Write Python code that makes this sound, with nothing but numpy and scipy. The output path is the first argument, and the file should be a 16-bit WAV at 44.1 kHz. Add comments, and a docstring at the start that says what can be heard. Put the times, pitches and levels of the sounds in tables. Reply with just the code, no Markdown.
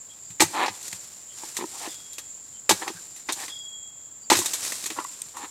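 """Insects shrill and a far bird peeps; then a steel chisel on a long pole strikes an oil palm three times.
Each blow is a noise of breaking fibres that excites the pole, followed by damped knocks of stalk and crown.
The blade, levered or pulled out, creaks by stick-slip friction; fibres snap as short bursts with damped ticks.
The shaken fronds hiss as dense brushing grains; twice the steel slides free and rings as beating sines."""
import sys
import numpy as np
from scipy import signal
from scipy.fft import rfft, irfft
from scipy.io import wavfile
from scipy.ndimage import uniform_filter1d

SR = 44100
rng = np.random.default_rng(int(sys.argv[2]) if len(sys.argv) > 2 else 0)


def wav_record(signal):
    """Record a signal, one row per channel, as 16-bit PCM in the file named by sys.argv[1]."""
    frames = np.transpose(np.atleast_2d(signal))
    bounded = np.clip(frames, -1, 1)
    # unit amplitude maps onto the largest positive 16-bit level
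    quanta = np.round(bounded * 32767).astype(np.int16)
    wavfile.write(sys.argv[1], SR, quanta)


N = 242550
TIME = np.arange(N) / SR

# All table levels are relative: each source applies its own gain.
# The chisel bites in: (time [s], woody crunch level [dB], splinter level [dB], trunk rumble level [dB],
# time in the cut [s], t60 [s], rind crack level [dB], knock level [dB], crown rocking level [dB])
BLOWS = [(0.404, -16.5, -11.5, -46, 0.021, 0.11, -9.5, -5.5, -24),
         (2.6925, -14.5, -11.5, -32, 0.02, 0.09, -12.5, -6, -24),
         (4.3, -14, -16, -31.5, 0.034, 0.11, -13.5, -3, -40)]
# Every blow first cracks the rind
RIND_DELAY_S, RIND_SPLINTER_DB, RIND_T60_S = 0.0007, -12, 0.051
# Then the blade enters, stops and rebounds; levels are added to the blow's knock level:
# (delay [s], hollow knock level [dB], low thud level [dB])
BLOW_KNOCKS = [(.003, -5.5, -25), (.016, 1, -13.5), (.031, -10.5, -28)]
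BLOW_KNOCK_HZ, ROCK_DELAY_S = 852, 0.0242
# Resonances of pole and blade: (frequency [Hz], width [Hz], level [dB])
POLE_MODES = [(1244, 35, 1), (1657, 28, 6), (1883, 45, 5), (2010, 35, 4), (2253, 30, 5), (2533, 30, 6),
              (2674, 30, 4), (3742, 28, 6), (4057, 32, 6), (4425, 35, 0), (5220, 40, -1), (6083, 30, 0),
              (6234, 30, 2), (6325, 30, -1), (7022, 35, 2), (7969, 30, 2), (8243, 30, 1)]
# Resonances of the trunk: (frequency [Hz], width [Hz], level [dB])
TRUNK_MODES = [(180, 50, -6), (270, 45, -4), (324, 40, 0), (400, 50, -4), (503, 40, -2), (610, 50, -5)]
# Spectrum of thick breaking fibres: (frequency [Hz], level [dB])
CRUNCH_SPECTRUM = [(100, -59), (300, 6.5), (700, -2), (1000, 5.5), (1400, -0.5), (1900, 1.5), (2400, 0.5),
                   (3100, 0.5), (4100, 1.5), (5500, -0.5), (9000, -10.5)]
# Spectrum of thin breaking fibres: (frequency [Hz], level [dB])
SPLINTER_SPECTRUM = [(1500, -42), (3500, 1), (5200, -3.5), (6500, 6), (8200, 5.5), (9700, -2), (12000, -2),
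                     (15500, -18)]

# Fibres snap and crack, and the blade first touches at 0.398 s:
# (time [s], splinter level [dB], woody crunch level [dB], t60 [s])
SNAPS = [(0.304, -32.5, -47.5, 0.11), (0.398, -31, -23, 0.057), (0.6611, -39, -25, 0.07),
         (0.6804, -46, -27, 0.086), (0.828, -25, -53, 0.062), (0.8807, -21, -41, 0.035),
         (0.9281, -20, -34, 0.047), (1.5675, -14.5, -30, 0.087), (2.131, -26, -58, 0.094),
         (2.1827, -20.5, -35.5, 0.09), (2.878, -26, -25.5, 0.085), (3.1623, -31, -48, 0.15),
         (3.2874, -37, -26.5, 0.15), (3.2975, -38, -31, 0.086), (3.3232, -13.5, -63, 0.092),
         (3.481, -28, -36.5, 0.13), (4.353, -15, -21.5, 0.098), (4.3691, -12.5, -33.5, 0.16),
         (4.3884, -12, -32, 0.07), (4.4582, -10.5, -29, 0.056), (4.5344, -11.5, -30, 0.13),
         (4.6489, -17, -34, .05), (4.7204, -16.5, -28.5, 0.052), (4.8396, -18, -36, 0.069),
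         (4.859, -15.5, -34, 0.088), (4.902, -26, -29.5, 0.091), (5.043, -25, -49, 0.027),
         (5.2182, -18.5, -45, 0.01), (5.3675, -24.5, -58, 0.1)]
# Damped modes of the crack: (frequency [Hz], level [dB], t60 [s])
CRACK_MODES = [(1820, -9, 0.019), (1898, -0.5, 0.016), (2080, 5, 0.014), (2448, 2.5, 0.026),
               (3312, -3, 0.0076), (4070, -13, 0.027)]
# Damped modes of the brittle tick: (frequency [Hz], level [dB], t60 [s])
TICK_MODES = [(4300, -20, 0.016), (5840, -17, .012), (6440, -8.5, 0.0068), (7570, 16, 0.015),
              (8670, 5, 0.0063), (9500, -13, .01), (11700, -1, 0.0086)]
# Thin fibres snap at random; levels are added to that of the shaken fronds
SMALL_SNAPS_PER_S, SMALL_T60_S = 9.2, 0.023
SMALL_SPLINTER_DB, SMALL_CRUNCH_DB, SMALL_SPREAD_DB = 16, 0, 1

# The blade knocks in the stalk:
# (time [s], hollow knock level [dB], knock pitch [Hz], low thud level [dB])
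KNOCKS = [(0.66, -14, 855, -48), (0.681, -14.5, 817, -38), (1.434, -26.5, 826, -44),
          (1.874, -34, 860, -34.5), (2.879, -25, 750, -51), (2.901, -33, 800, -33.5),
          (3.289, -19, 1010, -54), (4.388, -23.5, 830, -27.5), (4.416, -23.5, 976, -40),
          (4.915, -50, 990, -38), (4.987, -12, 977, -33.5), (5.048, -21, 990, -62),
          (5.369, -22.5, 956, -70), (5.435, -39, 930, -41.5)]
# The heavy crown rocks back: (time [s], level [dB])
BUMPS = [(0.3, -37), (0.454, -33), (0.698, -36), (0.927, -36), (2.945, -36.5), (4.364, -29.5), (4.392, -38)]
# Damped modes of the hollow stalk: (frequency [Hz], level [dB], t60 [s])
KNOCK_MODES = [(913, 4.5, 0.025), (792, -13, 0.022), (1044, -2, 0.028), (1268, -9, 0.023),
               (1830, -9.5, 0.031), (2600, -12, 0.018)]
# Damped modes of the low thud: (frequency [Hz], level [dB], t60 [s])
THUD_MODES = [(255, -6, .035), (324, 0, .045), (400, -6, .03), (500, -9, .025)]
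# Damped modes of the rocking crown: (frequency [Hz], level [dB], t60 [s])
CROWN_MODES = [(72, -28, .12), (97, -1, 0.1), (177, 1.5, 0.087)]
# Tugged back, the blade judders: a run of growing knocks
JUDDER_START_S, JUDDER_GAP_S, JUDDER_GROWTH_DB = 1.588, 0.018, 1.15
JUDDER_KNOCK_DB, JUDDER_THUD_DB, JUDDER_HZ = -25, -33, 874
JUDDER_UNEVEN, JUDDER_DETUNE = 0.118, 0.036  # spreads, as shares of the gap and of the pitch

# The blade is levered in the stalk or rubs as it is pulled out:
# (start [s], length [s], creak level [dB], rasp level [dB], main stalk resonance [Hz])
STALK_STROKES = [(0.524, 0.12, -21, -24, 894), (1.36, 0.084, -49.5, -57, 866),
                 (1.58, 0.032, -38.5, -36.5, 900), (1.713, 0.056, -44, -52, 820),
                 (1.788, 0.078, -36.5, -36.5, 790), (2.806, 0.021, -29.5, -31, 890),
                 (2.852, 0.025, -31.5, -54, 900), (3.283, 0.011, -27, -30, 863),
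                 (3.347, 0.091, -40, -37.5, 853), (4.949, 0.056, -32, -42, 1014),
                 (5.33, 0.12, -38, -40, 938)]
# Resonances of the wedged stalk: (frequency [Hz], width [Hz], level [dB])
STALK_MODES = [(900, 80, 0), (810, 70, -2), (1000, 60, -2), (1150, 90, -9)]
# Spectrum of the friction rasp: (frequency [Hz], level [dB])
RASP_SPECTRUM = [(600, -45), (1300, -33), (1700, 10), (2050, 3.5), (2300, 4), (3000, 0), (4300, -0.5),
                 (5000, -16), (10000, -21)]
# Each stroke grips, builds up and lets go; the rasp needs more force than the creak
GRIP_S, CREAK_BUILD_DB, RASP_BUILD_DB, LET_GO_T60_S = 0.027, 8, 12.5, 0.1

# The blade slides free and sings: (time [s], main mode level [dB], upper modes level [dB])
RELEASES = [(1.89, -51, -44), (3.498, -38.5, -43)]
# Upper modes of the blade: (frequency [Hz], level [dB])
BLADE_UPPER = [(3550, 0), (5005, -3)]
BLADE_HZ = 3310
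RELEASE_RISE_S, BLADE_T60_S, BLADE_UPPER_T60_S = 0.0047, 4.3, 0.41
# Once the pole is drawn back, the new grip damps the main mode
REGRIP_AFTER_S, REGRIP_T60_S = 0.26, 1.2
# The moving blade beats against its own echo, ever slower and fainter as the pole comes away
SWING_BEAT_HZ, SWING_STOP_S = 33.3, 0.2235  # first beat rate and its decay time constant
SWING_ECHO_DB, SWING_ECHO_T60_S = -2.5, 2.9

# The fronds are shaken: (start [s], swell [s], level [dB], settling t60 [s])
SHAKES = [(-0.1, 0.21, -63.5, 17), (0.39, .06, -48.5, 4.1), (0.77, 0.093, -49, 1.1), (1.27, .18, -49, 3.4),
          (1.6, 0.26, -46.5, 0.61), (2.3, 0.22, -66.5, 2), (2.69, 0.033, -45.5, 1.86),
          (3.05, 0.13, -59, 2.7), (3.28, 0.16, -45, 0.44), (4.3, 0.068, -38, 1.7),
          (4.55, 0.098, -39.5, 1.7), (5.0, 0.14, -57, 4.4), (5.3, 0.12, -57.5, 2)]
LEAVES_AT_REST_DB = -71.5
# Spectrum of the brushing leaflets: (frequency [Hz], level [dB])
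LEAVES_SPECTRUM = [(100, -13), (350, -5.5), (1000, -6.5), (2000, -5), (3000, -4.5), (4500, 0), (6500, 2.5),
                   (8200, 4.5), (10000, -3), (12500, -7), (15500, -19)]

# Far birds: (centre time [s], frequency [Hz], level [dB], length [s])
PEEPS = [(0.118, 3290, -48.5, 0.041), (0.268, 4770, -57, 0.06), (1.317, 3180, -51, 0.052),
         (2.566, 3120, -54, 0.053), (2.977, 1566, -45.5, 0.042), (3.612, 4920, -53, 0.088),
         (4.243, 4700, -50, 0.04)]
# Spectrum of the insect chorus: (frequency [Hz], level [dB])
INSECTS_SPECTRUM = [(5500, -82), (6300, -18.5), (6750, -7), (7050, 1.5), (7170, 5), (7260, 5), (7370, 2.5),
                    (7600, 1), (7850, -9), (8500, -67), (9500, -32)]
# Spectrum of the open air: (frequency [Hz], level [dB])
AIR_SPECTRUM = [(20, -12), (45, -9), (70, 0), (110, 2.5), (300, -3), (1000, -6.5), (2500, -13.5),
                (5000, -13.5), (10000, -25), (13000, -27), (14700, -10), (16000, -29)]
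CUTOFF_HZ = 15800


def chisel():
    """Forced vibration: fracture noise drives pole and steel; the trunk rumble builds more slowly."""
    out = 0
    trunk = even(resonate(grains(3000, spread_db=3.5), TRUNK_MODES))
    for s, crunch_db, splinter_db, rumble_db, hold, t60, *_ in BLOWS:
        cutting = fade(s, hold, t60) * fibres(from_db(crunch_db), from_db(splinter_db))
        # each blow excites the modes a little differently
        excited = [(hz, width, db + 2 * rng.standard_normal()) for hz, width, db in POLE_MODES]
        pole = resonate(cutting, excited)
        rumble = from_db(rumble_db) * fade(s, hold, 0.13, rise=0.023) * trunk
        out = out + from_db(-6.5) * cutting + from_db(-9.0) * pole + rumble
    return out


def fibres(crunch, splinter):
    """Fracture noise: thick fibres break as a low crunch, thin ones as a bright splintering."""
    thick = coloured(grains(7000, spread_db=-0.5), CRUNCH_SPECTRUM)
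    thin = coloured(grains(8200, spread_db=0.5), SPLINTER_SPECTRUM)
    return crunch * thick + splinter * thin


def snaps(brittle_s=0.023):
    """Brittle fracture: a sharp crack, then a crumble; the quicker the break, the harder its tick."""
    rind = [(s + RIND_DELAY_S, RIND_SPLINTER_DB, db, RIND_T60_S) for s, *_, db, _, _ in BLOWS]
    breaks = rind + SNAPS + small_snaps()
    crunch, splinter = 0, 0
    for s, splinter_db, crunch_db, t60 in breaks:
        burst = fade(s, 0.0025, t60, rise=0.00021)
        crunch = crunch + burst * from_db(crunch_db - 3.5)
        splinter = splinter + burst * from_db(splinter_db - 12.0)
    crumble = fibres(crunch, splinter)
    crack_hits = [(s, db, 1) for s, _, db, _ in breaks]
    tick_hits = [(s, db + 12 * np.log10(brittle_s / t60), 1) for s, db, _, t60 in breaks]
    crack = struck(crack_hits, CRACK_MODES, contact_s=0.0004, detune=0.025)
    tick = struck(tick_hits, TICK_MODES, contact_s=0.00022, detune=0.084)
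    pole = from_db(-5) * resonate(crumble, POLE_MODES)
    return crumble + pole + from_db(2) * crack + from_db(-6) * tick


def small_snaps():
    """Random fracture: thin fibres break by chance, louder as the fronds move more; rows as in SNAPS."""
    at = np.flatnonzero(rng.random(N) < SMALL_SNAPS_PER_S / SR)
    level_db = 20 * np.log10(shaking()) + SMALL_SPREAD_DB * rng.standard_normal(N)
    return [(i / SR, level_db[i] + SMALL_SPLINTER_DB, level_db[i] + SMALL_CRUNCH_DB, SMALL_T60_S)
            for i in at]


def stalk():
    """Impact on damped bodies: the blade stops in the hollow-sounding stalk and the crown rocks."""
    blows = [(s + delay, db + knock_db, BLOW_KNOCK_HZ, db + thud_db)
             for s, *_, db, _ in BLOWS for delay, knock_db, thud_db in BLOW_KNOCKS]
    knocks = blows + KNOCKS + judder(count=4)
    bumps = [(s + ROCK_DELAY_S, db) for s, *_, db in BLOWS] + BUMPS
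    knock_hits = [(s, db, hz / KNOCK_MODES[0][0]) for s, db, hz, _ in knocks]
    thud_hits = [(s, db, 1) for s, _, _, db in knocks]
    rock_hits = [(s, db, 1) for s, db in bumps]
    knock = struck(knock_hits, KNOCK_MODES, contact_s=0.00076, detune=0.012)
    thud = struck(thud_hits, THUD_MODES, contact_s=0.0057, detune=0.042)
    rock = struck(rock_hits, CROWN_MODES, contact_s=0.009, detune=0.069)
    return from_db(-4.5) * knock + from_db(4.0) * thud + from_db(-5.0) * rock


def judder(count):
    """Repeated impact: the stuck blade returns in uneven, ever harder jerks; rows as in KNOCKS."""
    jerks = []
    for k, (late, sharp) in enumerate(rng.standard_normal((count, 2))):
        s = JUDDER_START_S + JUDDER_GAP_S * (k + JUDDER_UNEVEN * late)
        hz = JUDDER_HZ * (1 + JUDDER_DETUNE * sharp)
        growth_db = k * JUDDER_GROWTH_DB
        jerks.append((s, JUDDER_KNOCK_DB + growth_db, hz, JUDDER_THUD_DB + growth_db))
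    return jerks


def creak(slips_per_s=175, jitter=0.3, friction_db=0):
    """Stick-slip friction: uneven slips of steel in wet wood, with friction noise, drive the stalk."""
    count = np.floor(np.cumsum(slips_per_s * np.exp(jitter * drift(90))) / SR)
    slips = np.diff(count, prepend=0) * from_db(0.6 * drift(60))
    drive = rms_one(slips) + from_db(friction_db) * rng.standard_normal(N)
    # wet wood softens each slip
    drive = signal.sosfilt(signal.butter(3, [270, 1400], "band", fs=SR, output="sos"), drive)
    # each slip opens the rasp, which closes again with a 2 ms time constant
    gate = 0.35 + signal.lfilter([1], [1, -np.exp(-1 / (0.002 * SR))], slips)
    rasp = coloured(gate * rng.standard_normal(N), RASP_SPECTRUM)
    trunk = 0.38 * rms_one(resonate(drive, TRUNK_MODES))
    out = 0
    for s, length, creak_db, rasp_db, hz in STALK_STROKES:
        stroke = swell(s, min(GRIP_S, length), length, LET_GO_T60_S)
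        slack = np.clip(1 - (TIME - s) / length, 0, 1)
        modes = [(f * hz / STALK_MODES[0][0], width, db) for f, width, db in STALK_MODES]
        wedged = rms_one(resonate(drive, modes))
        creak_gain = from_db(creak_db - CREAK_BUILD_DB * slack - 1.47)
        rasp_gain = from_db(rasp_db - RASP_BUILD_DB * slack - 3.0)
        out = out + stroke * even(trunk + wedged) * creak_gain
        out = out + stroke * rasp * rasp_gain
    return out


def blade():
    """Free vibration with beats: one long mode wavers against its echo, above it two short modes."""
    out = 0
    upper = sum(from_db(db) * np.sin(2 * np.pi * hz * TIME) for hz, db in BLADE_UPPER)
    phase = 2 * np.pi * BLADE_HZ * TIME
    for s, main_db, upper_db in RELEASES:
        age = np.maximum(TIME - s, 0)
        beats = SWING_BEAT_HZ * SWING_STOP_S * (1 - np.exp(-age / SWING_STOP_S))  # in cycles
        echo_gain = from_db(SWING_ECHO_DB) * fade(s, 0, SWING_ECHO_T60_S)
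        echo = echo_gain * np.sin(phase + 2 * np.pi * beats)
        regrip = fade(s, REGRIP_AFTER_S, REGRIP_T60_S)
        ring = fade(s, 0, BLADE_T60_S, rise=RELEASE_RISE_S) * regrip
        upper_ring = fade(s, 0, BLADE_UPPER_T60_S, rise=RELEASE_RISE_S)
        out = out + from_db(main_db) * ring * (np.sin(phase) + echo)
        out = out + from_db(upper_db) * upper_ring * upper
    return out


def fronds():
    """Granular friction: stiff leaflets brush in quick uneven strokes, a hiss with crackles in it."""
    level = shaking() * from_db(1.0 * drift(28) + 1.0 * drift(90))
    hiss = grains(9000, spread_db=-2.0)
    crackles = from_db(-9.0) * grains(600, spread_db=4.0)
    return from_db(8.0) * level * coloured(hiss + crackles, LEAVES_SPECTRUM)


def shaking():
    """Addition of powers: each shake of the fronds swells and settles above the level at rest."""
    power = from_db(LEAVES_AT_REST_DB) ** 2
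    for s, rise, db, t60 in SHAKES:
        power = power + (from_db(db) * swell(s, rise, rise, t60)) ** 2
    return np.sqrt(power)


def plantation():
    """Modulated noise and blurred tones: a throbbing insect chorus, distant peeps and the open air."""
    throb = np.sin(2 * np.pi * np.cumsum(21 * (1 + 0.05 * drift(8.4))) / SR)  # about 21 Hz
    insect_gain = from_db(-43.5 + 1.4 * throb + 1.4 * drift(6))
    insects = insect_gain * coloured(rng.standard_normal(N), INSECTS_SPECTRUM)
    blur = 1.4 * drift(150)  # echoes off the trees scramble the phase
    peeps = 0
    for s, hz, db, length in PEEPS:
        envelope = np.exp(-(2 * (TIME - s) / length) ** 2)
        peeps = peeps + from_db(db) * envelope * np.sin(2 * np.pi * hz * TIME + blur)
    air = from_db(-59.0) * coloured(rng.standard_normal(N), AIR_SPECTRUM)
    return insects + peeps + air


def grove(x, t60=0.76, wet_db=-22):
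    """Diffuse scattering: trunks and fronds return a thin, decaying noise tail."""
    age = TIME[:SR]
    tail = rng.standard_normal(SR) * from_db(-60 * age / t60) * np.minimum(age / 0.0074, 1)
    tail = tail / np.sqrt(np.sum(tail ** 2))
    return x + from_db(wet_db) * signal.fftconvolve(x, tail)[:N]


def struck(hits, modes, contact_s, detune):
    """Modal impact: hits (time [s], peak [dB], pitch factor) land elsewhere each time, so modes vary."""
    out, age = np.zeros(N + SR), TIME[:SR // 8]
    for s, db, pitch in hits:
        chance = rng.standard_normal((len(modes), 2))
        ring = 0
        for k, ((hz, level, t60), (a, b)) in enumerate(zip(modes, chance)):
            decay = from_db(level + 2.3 * a - 60 * age / t60)
            tone = np.sin(2 * np.pi * hz * pitch * (1 + detune * b) * age)
            ring = ring + decay * tone * (-1) ** (k // 2)  # polarity flips every two modes
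        ring = ring * (1 - np.exp(-age / contact_s))  # a longer contact softens the onset
        at = int(s * SR)
        out[at:at + len(age)] += from_db(db) * ring / np.abs(ring).max()
    return out[:N]


def resonate(x, modes):
    """Parallel resonance: two-pole filters, each with unit gain at its peak before its own level."""
    out = 0
    for hz, width, db in modes:
        r = np.exp(-np.pi * width / SR)
        zeros = np.array([1, 0, -1]) * (1 - r * r) / 2
        poles = [1, -2 * r * np.cos(2 * np.pi * hz / SR), r * r]
        out = out + from_db(db) * signal.lfilter(zeros, poles, x + 1e-18)
    return out


def grains(per_s, spread_db):
    """Shot noise: tiny impulses at random moments, of uneven size and either sign; rms 1."""
    sizes = from_db(spread_db * np.minimum(rng.exponential(1, N), 4)) * rng.choice([-1, 1], N)
    return rms_one(sizes * (rng.random(N) < per_s / SR))


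def coloured(x, spectrum):
    """Spectral shaping: weight a signal in frequency, 20 dB per octave down beyond the ends; rms 1."""
    hz, db = np.transpose(spectrum)
    f = np.maximum(np.arange(N // 2 + 1) * SR / N, 1)
    octaves_outside = np.maximum(np.log2(hz[0] / f), 0) + np.maximum(np.log2(f / hz[-1]), 0)
    gain_db = np.interp(np.log(f), np.log(hz), db) - 20 * octaves_outside
    return rms_one(irfft(rfft(x) * from_db(gain_db), N))


def drift(rate):
    """Low-pass random motion: slow chance with spread 1, its corner near rate [Hz]."""
    steps = rng.standard_normal(int(N / SR * 400) + 2)  # 400 steps per second
    r = np.exp(-2 * np.pi * rate / 400)
    slow = signal.lfilter([1], [1, -2 * r, r * r], steps)
    return np.interp(TIME, np.linspace(0, N / SR, len(slow)), rms_one(slow))


def fade(start, hold, t60, rise=0.00037):
    """Exponential decay: a quick rise, a hold counted from the start, then a steady fall in dB."""
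    age = np.maximum(TIME - start, 0)
    fall_db = np.minimum(60 * np.maximum(age - hold, 0) / t60, 200)
    return np.minimum(age / rise, 1) * from_db(-fall_db)


def swell(start, rise, hold, t60):
    """Gradual onset: a smooth sine-squared rise into a hold and an exponential decay."""
    onset = np.sin(np.pi / 2 * np.clip((TIME - start) / rise, 0, 1)) ** 2
    return onset * fade(start, hold, t60)


def even(x):
    """Short-time normalization: hold a noisy ring near rms 1 from moment to moment."""
    return x / np.sqrt(uniform_filter1d(x ** 2, size=700) + 1e-12)


def rms_one(x):
    """Normalization of mean power to one."""
    return x / np.sqrt(np.mean(x ** 2) + 1e-20)


def from_db(db):
    """Logarithmic level law: 20 dB is a factor of ten in amplitude."""
    return 10 ** (np.asarray(db) / 20)


def scene():
    """Superposition: the work at the palm echoes in the grove; fronds, blade and background add dry."""
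    work = chisel() + snaps() + stalk() + creak()
    work = signal.sosfilt(signal.butter(2, 55, "high", fs=SR, output="sos"), work)
    return (grove(work) + fronds() + blade() + plantation())[None]


def record(dry):
    """Saturation and band limiting: peaks are rounded, then the top is cut."""
    top = 1.2
    rounded = top * np.tanh(dry / top)
    return signal.sosfilt(signal.ellip(10, 0.2, 80, CUTOFF_HZ, fs=SR, output="sos"), rounded)


dry = scene()
out = record(dry)
wav_record(out)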